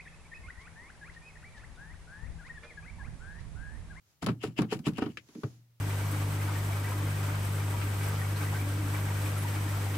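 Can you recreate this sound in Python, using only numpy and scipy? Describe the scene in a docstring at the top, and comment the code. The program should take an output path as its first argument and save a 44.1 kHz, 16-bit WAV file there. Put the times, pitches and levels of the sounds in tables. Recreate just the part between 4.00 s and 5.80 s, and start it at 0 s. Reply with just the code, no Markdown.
"""Gear stick in a parked car

Inside a quiet cabin, a stereo microphone close to a lever, probably the gear stick, worked quickly
to and fro. Each stroke scrapes along its guide and clacks over a detent or into a stop, ringing the
console and a low boom of the cabin. A small plastic catch snaps, a sleeve rustles and a last dull
knock dies away."""
import sys
import numpy as np
from scipy import signal
from scipy.fft import rfft, irfft
from scipy.io import wavfile

SR = 44100
rng = np.random.default_rng(int(sys.argv[2]) if len(sys.argv) > 2 else 0)


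def dump_mix(stems):
    """Bounce the given channels to the path in sys.argv[1] as a 16-bit WAV at rate SR."""
    frames = np.atleast_2d(stems).T  # one column per channel
    limited = np.clip(frames, -1, 1)  # hard clip at full scale
    pcm = np.round(limited * 32767).astype(np.int16)
    wavfile.write(sys.argv[1], SR, pcm)


N = 79380


def undb(db):
    return 10 ** (np.asarray(db) / 20)


def unit(x):
    return x / np.sqrt(np.mean(x ** 2))


def since(start):
    return np.maximum(np.arange(N) / SR - start, 0)


def add(out, start, sound):
    first = int(start * SR)
    out[:, first:first + sound.shape[-1]] += sound[..., :N - first]


def across(points, size=N):
    """A curve over frequency, read at every bin."""
    hz, value = np.array(points, float).T
    return np.interp(np.log(np.arange(size // 2 + 1) * SR / size + 1), np.log(hz), value)


def fade(t, rise, t60):
    """Quick rise, exponential decay; times in seconds."""
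    return (1 - np.exp(-t / rise)) * np.exp(-t * np.log(1000) / t60)


def blow(hz, centre_hz, octaves):
    """A blow favours the frequencies near its centre."""
    return np.exp(-.5 * (np.log2(hz / centre_hz) / octaves) ** 2)


def ring(modes, t, rise, t60, centre_hz=None, octaves=None, scatter_db=0):
    """Modes struck together, neighbours in opposite sense; shares vary with the point of contact."""
    hz, db = np.array(modes, float).T[:, :, None]
    gain = undb(db + scatter_db * rng.standard_normal(db.shape)) * (-1) ** np.arange(len(hz))[:, None]
    if centre_hz:
        gain *= blow(hz, centre_hz, octaves)
    tones = np.sum(gain * np.sin(2 * np.pi * hz * t), 0)
    return tones * fade(t, rise, t60) / np.sqrt(np.sum(gain ** 2) / 2)


# Likeness of the microphone's two sides: frequency_hz, correlation
STEREO_LIKENESS = [(60, 0.28), (200, 0.93), (500, 0.82), (1000, 0.12), (2000, 0.057), (4000, -0.076),
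                   (12000, -0.041)]
def noise(spectrum, size=N, weight=1):
    """Stereo noise of this colour, most alike on both sides in the upper bass."""
    alike = np.clip(across(STEREO_LIKENESS, size), -1, 1)
    coloured = rfft(rng.standard_normal((2, size))) * weight * undb(across(spectrum, size))
    mid, side = coloured * np.sqrt([1 + alike, 1 - alike])
    return unit(irfft([mid + side, mid - side], size))


# Background in the parked car: frequency_hz, gain_db
ROOM_TONE_SPECTRUM = [(20, -3), (55, 9.5), (130, 14), (220, -6.5), (1500, -11.5), (4000, -13),
                      (9000, -17.5), (16000, -13)]
def room_tone():
    """A faint, steady low noise all round the microphone."""
    return undb(-69.5) * noise(ROOM_TONE_SPECTRUM)


# Colour of the cloth: frequency_hz, gain_db
SLEEVE_SPECTRUM = [(300, 1), (1500, -2), (3500, -3.5), (6700, 0.5), (8500, -13), (11000, -6),
                   (16000, -22.5)]
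# Course of the rustle: time_s, level_db
SLEEVE_LEVELS = [(0, -81), (.11, -71.5), (.19, -81), (.3, -80.5), (0.8, -75), (1.255, -70.5),
                 (1.285, -65.5), (1.44, -61), (1.55, -67.5), (1.68, -85.5), (1.8, -85.5)]
def sleeve():
    """Cloth rustles softly nearby as the arm moves."""
    level_db = np.interp(since(0), *np.array(SLEEVE_LEVELS).T)
    return undb(level_db) * noise(SLEEVE_SPECTRUM)


# Colours of the guide's rasp and hiss: frequency_hz, gain_db
RASP_SPECTRUM = [(500, -1.5), (1500, -5.5), (2200, 0), (3000, 6), (3700, -24), (5000, -7.5), (8000, -30.5)]
HISS_SPECTRUM = [(1500, 4.5), (4000, 9), (5100, 9.5), (6000, -1), (7300, 9.5), (8700, -2.5), (10500, 3),
                 (13000, -12), (16000, -42)]
# Slides along the guide (rise and fall span 20 dB): peak_s, rise_s, fall_s, rasp_db, hiss_db
GUIDE_SCRAPES = [(0.229, 0.0096, 0.024, -55, -47.5), (0.293, 0.02, 0.039, -48, -57),
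                 (0.442, 0.032, 0.059, -44.5, -50), (0.594, 0.022, 0.024, -38, -46.5),
                 (0.733, 0.033, 0.041, -41.5, -46.5), (0.875, 0.027, 0.034, -42, -46.5),
                 (0.988, 0.037, 0.038, -48.5, -55), (1.028, 0.016, 0.034, -43.5, -64),
                 (1.063, 0.0056, 0.024, -50, -70.5), (1.114, 0.025, 0.048, -61, -68)]
def scrapes():
    """Stick-slip grains swell as the lever gathers speed; a rough squeak sags and ends at the stop."""
    slips_per_s, grain_s, rasp_lead_s = 1800, .001, .005
    squeak_hz, squeak_width_hz, sag_hz_per_s = 2880, 580, 3000
    t = since(0)

    def swell(peak, rise, fall):
        return 10 ** -np.where(t < peak, ((peak - t) / rise) ** 2, (t - peak) / fall)

    slips = (rng.random(N) < slips_per_s / SR) * undb(2.5 * rng.standard_normal(N))
    grains = unit(signal.lfilter([1], [1, -np.exp(-1 / (grain_s * SR))], slips))
    smoothing = signal.butter(2, squeak_width_hz / 2, fs=SR, output="sos")
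    wobble = unit(signal.sosfilt(smoothing, rng.standard_normal((2, 2, N))))
    rasp = hiss = squeak = 0
    for peak, rise, fall, rasp_db, hiss_db in GUIDE_SCRAPES:
        stop = peak - rasp_lead_s
        phase = 2 * np.pi * (t - stop) * (squeak_hz - sag_hz_per_s * (t - stop) / 2)
        rough_tone = wobble[0] * np.cos(phase) + wobble[1] * np.sin(phase)
        squeak += undb(rasp_db - 3) * swell(stop, rise, fall=.02) * rough_tone
        rasp += undb(rasp_db) * swell(stop, rise, fall)
        hiss += undb(hiss_db) * swell(peak, rise, fall)
    return squeak + grains * (rasp * noise(RASP_SPECTRUM) + hiss * noise(HISS_SPECTRUM))


def contact(t, contact_s=.016, released_db=-5):
    """Loud while the parts grind together, then only the ring is left."""
    return np.maximum(np.exp(-(t / contact_s) ** 4), undb(released_db))


# Low and high modes of the console: pitch_hz, gain_db
CONSOLE_THUD_MODES = [(100, -10.5), (122, -6), (163, 0), (209, -0.5), (238, -4), (303, -1), (400, -5.5),
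                      (442, -6)]
CONSOLE_CLACK_MODES = [(603, -5.5), (760, 3), (932, 1.5), (1108, 2.5), (1290, -1), (1490, -4),
                       (1737, -12.5), (2157, -6), (2335, -8.5), (2662, -20)]
# Colours of the noise in a knock: frequency_hz, gain_db
THUD_SPECTRUM = [(55, -32.5), (80, -19), (115, 8), (210, 3.5), (320, 3), (460, -8), (650, -10), (1500, -40)]
CLACK_SPECTRUM = [(200, 14.5), (450, 9.5), (750, 5), (1300, 4.5), (1900, -6.5), (2800, -10), (4500, -12.5),
                  (9000, -63)]
TICK_SPECTRUM = [(600, -9.5), (2000, 6), (4500, 3), (6000, -1), (7300, -5), (8700, -11.5), (10300, -2.5),
                 (13000, -15.5), (16000, -14.5)]
# Knocks of the lever, close by: start_s, thud_gain_db, thud_centre_hz, clack_gain_db, tick_gain_db
LEVER_KNOCKS = [(0.2227, -45.5, 300, -42, -42), (0.226, -35.5, 294, -34, -45), (0.235, -31, 196, -80, -49),
                (0.2418, -36, 222, -59, -39), (0.2625, -28.5, 314, -41.5, -28.5),
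                (0.267, -27, 261, -28, -68), (0.2849, -25, 256, -28.5, -49.5), (0.306, -26, 144, -54, -58),
                (0.435, -29, 392, -34, -35.5), (0.45, -40.5, 310, -68, -45.5), (0.473, -33, 167, -52, -47),
                (0.499, -41, 146, -60.5, -66), (0.587, -17, 207, -26, -52), (0.607, -21.5, 186, -43.5, -45),
                (0.6177, -34.5, 224, -34.5, -35.5), (0.628, -30.5, 300, -44, -69),
                (0.639, -28.5, 198, -43, -76), (0.722, -31, 395, -32, -45.5), (0.728, -78, 240, -50, -35),
                (0.746, -30.5, 150, -44, -45.5), (0.7901, -36, 162.4, -52.5, -47.5),
                (0.8664, -18, 221, -31, -65), (0.8804, -22.5, 212, -40, -36), (0.92, -35, 170, -57, -67),
                (0.934, -53, 170, -80, -52.5), (0.981, -30, 350, -30.5, -40.5),
                (1.0194, -24, 293, -32, -48), (1.034, -48, 218, -72, -52), (1.061, -29.5, 314, -38, -55),
                (1.09, -43, 238, -82, -60), (1.287, -50.5, 287, -61.5, -55.5),
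                (1.350, -37, 326, -55.5, -53), (1.379, -40.5, 241, -80.5, -89),
                (1.433, -30, 356, -36.5, -45.5)]
def knocks():
    """Each knock is a low thud, a hollow clack and a sharp tick; the trim rings densely around them."""
    ring_s, thud_rise_s, clack_rise_s, thud_octaves = .3, .002, .0018, .66
    size = int(ring_s * SR)
    t = np.arange(size) / SR
    bins_hz = np.arange(size // 2 + 1) / ring_s + 1
    body = np.zeros((2, N))
    clack_power, tick_power = np.zeros((2, 1, N))
    for start, thud_db, centre_hz, clack_db, tick_db in LEVER_KNOCKS:
        thud = ring(CONSOLE_THUD_MODES, t, thud_rise_s, t60=.11,
                    centre_hz=centre_hz, octaves=thud_octaves)
        trim = noise(THUD_SPECTRUM, size, blow(bins_hz, centre_hz, thud_octaves))
        trim *= fade(t, thud_rise_s, t60=.15)
        add(body, start, undb(thud_db) * (undb(-1.5) * thud + undb(-5) * trim))
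        clack = ring(CONSOLE_CLACK_MODES, t, clack_rise_s, t60=.058, scatter_db=.5)
        add(body, start, undb(clack_db - 5.5) * clack)
        grind = contact(t) * fade(t, clack_rise_s, t60=.12)
        add(clack_power, start, (undb(clack_db + 3.5) * grind) ** 2)
        add(tick_power, start, (undb(tick_db - 3.5) * fade(t, rise=.0004, t60=.045)) ** 2)
    clacks = np.sqrt(clack_power) * noise(CLACK_SPECTRUM)
    ticks = np.sqrt(tick_power) * noise(TICK_SPECTRUM)
    return body + clacks + ticks


# Colour of the cabin's dark tail: frequency_hz, gain_db
TAIL_SPECTRUM = [(25, -24), (80, 0), (125, 1.5), (220, -3), (320, -4.5), (480, -26.5), (800, -32.5),
                 (2000, -46)]
# Jolts that set the cabin ringing: start_s, boom_db, tail_db
CABIN_JOLTS = [(0.23, -31.5, -65), (0.293, -30.5, -41), (0.452, -35.5, -46.5), (0.609, -32, -40.5),
               (0.742, -45, -38), (0.883, -35.5, -39.5), (1.039, -38.5, -41.5)]
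def cabin_boom(thump_s):
    """Each jolt rings a low cabin mode over a short dark tail; the mode rings longest after the thump."""
    boom_hz, jolt_t60_s, thump_t60_s = 118, .36, 1.42
    jolts = [(start, boom_db, tail_db, jolt_t60_s) for start, boom_db, tail_db in CABIN_JOLTS]
    jolts.append((thump_s, -47.5, -47, thump_t60_s))
    boom = tail = 0
    for start, boom_db, tail_db, t60 in jolts:
        boom += undb(boom_db) * fade(since(start), rise=.003, t60=t60)
        tail += undb(tail_db) * fade(since(start), rise=.0075, t60=.44)
    return boom * np.sin(2 * np.pi * boom_hz * since(0)) + tail * noise(TAIL_SPECTRUM)


# Modes of the sprung detent: pitch_hz, gain_db
SPRUNG_MODES = [(428, 12.5), (757, 3), (942, -2.5), (1200, -6.5), (1295, -1), (1465, -7.5), (1800, -6),
                (5090, -10.5)]
# Passes over the detent: start_s, level_db, centre_hz
DETENT_CLACKS = [(0.4356, -28, 760), (0.7225, -26, 790), (0.983, -33, 1220), (1.0212, -27, 1160)]
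def detents():
    """The lever rides over a sprung detent, which rings with a few clear pitches of its own."""
    clacks = 0
    for start, level_db, centre_hz in DETENT_CLACKS:
        t = since(start)
        tones = ring(SPRUNG_MODES, t, rise=.0014, t60=.11, centre_hz=centre_hz, octaves=1.5)
        clacks += undb(level_db) * contact(t) * tones
    return clacks


# Modes of the catch: pitch_hz, gain_db
PLASTIC_MODES = [(1230, 4.5), (1700, 6), (2293, 8.5), (2700, 3), (3978, -3), (5150, -12), (6500, -8)]
# Colour of its crack: frequency_hz, gain_db
CRACK_SPECTRUM = [(150, -6.5), (400, 5.5), (750, -27), (1400, -3), (2500, 3), (3500, -7.5), (5200, -13.5),
                  (16000, -40)]
def catch(start_s, rise_s=.00013):
    """A small plastic catch snaps once: a dry crack and a few brief modes."""
    t = since(start_s)
    tones = undb(-38.5) * ring(PLASTIC_MODES, t, rise_s, t60=.037)
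    crack = undb(-37.5) * fade(t, rise_s, t60=.076) * noise(CRACK_SPECTRUM)
    return tones + crack


# Modes of the closing thump: pitch_hz, gain_db
LANDING_MODES = [(110, -6), (140, -5)]
def thump(start_s):
    """Something soft and heavy lands with the last knock: a few low, well damped cycles."""
    return undb(-18.5) * ring(LANDING_MODES, since(start_s), rise=.0065, t60=.075)


# Balance at the microphone: frequency_hz, left_minus_right_db
MICROPHONE_BALANCE = [(60, 5.5), (110, 1), (200, -1.5), (380, 0), (700, -0.9), (1290, 5), (2380, 8),
                      (4400, 3), (8120, 10.5), (15000, 8.5)]
def scene():
    """The lever close by, its treble leaning left, over the sleeve and the room tone."""
    thump_s = 1.4385
    lever = knocks() + detents() + cabin_boom(thump_s) + scrapes()
    lever += catch(start_s=1.1718) + thump(thump_s)
    lean_db = across(MICROPHONE_BALANCE) / 2
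    placed = irfft(rfft(lever) * undb([lean_db, -lean_db]), N)
    return placed + sleeve() + room_tone()


def record(dry):
    """The recorder thins the deepest bass and cuts the top."""
    low_cut_hz, top_hz = 88, 15900
    thinned = signal.sosfilt(signal.butter(2, low_cut_hz, "high", fs=SR, output="sos"), dry)
    return signal.sosfilt(signal.ellip(10, .2, 70, top_hz, fs=SR, output="sos"), thinned)


dry = scene()
out = record(dry)
dump_mix(out)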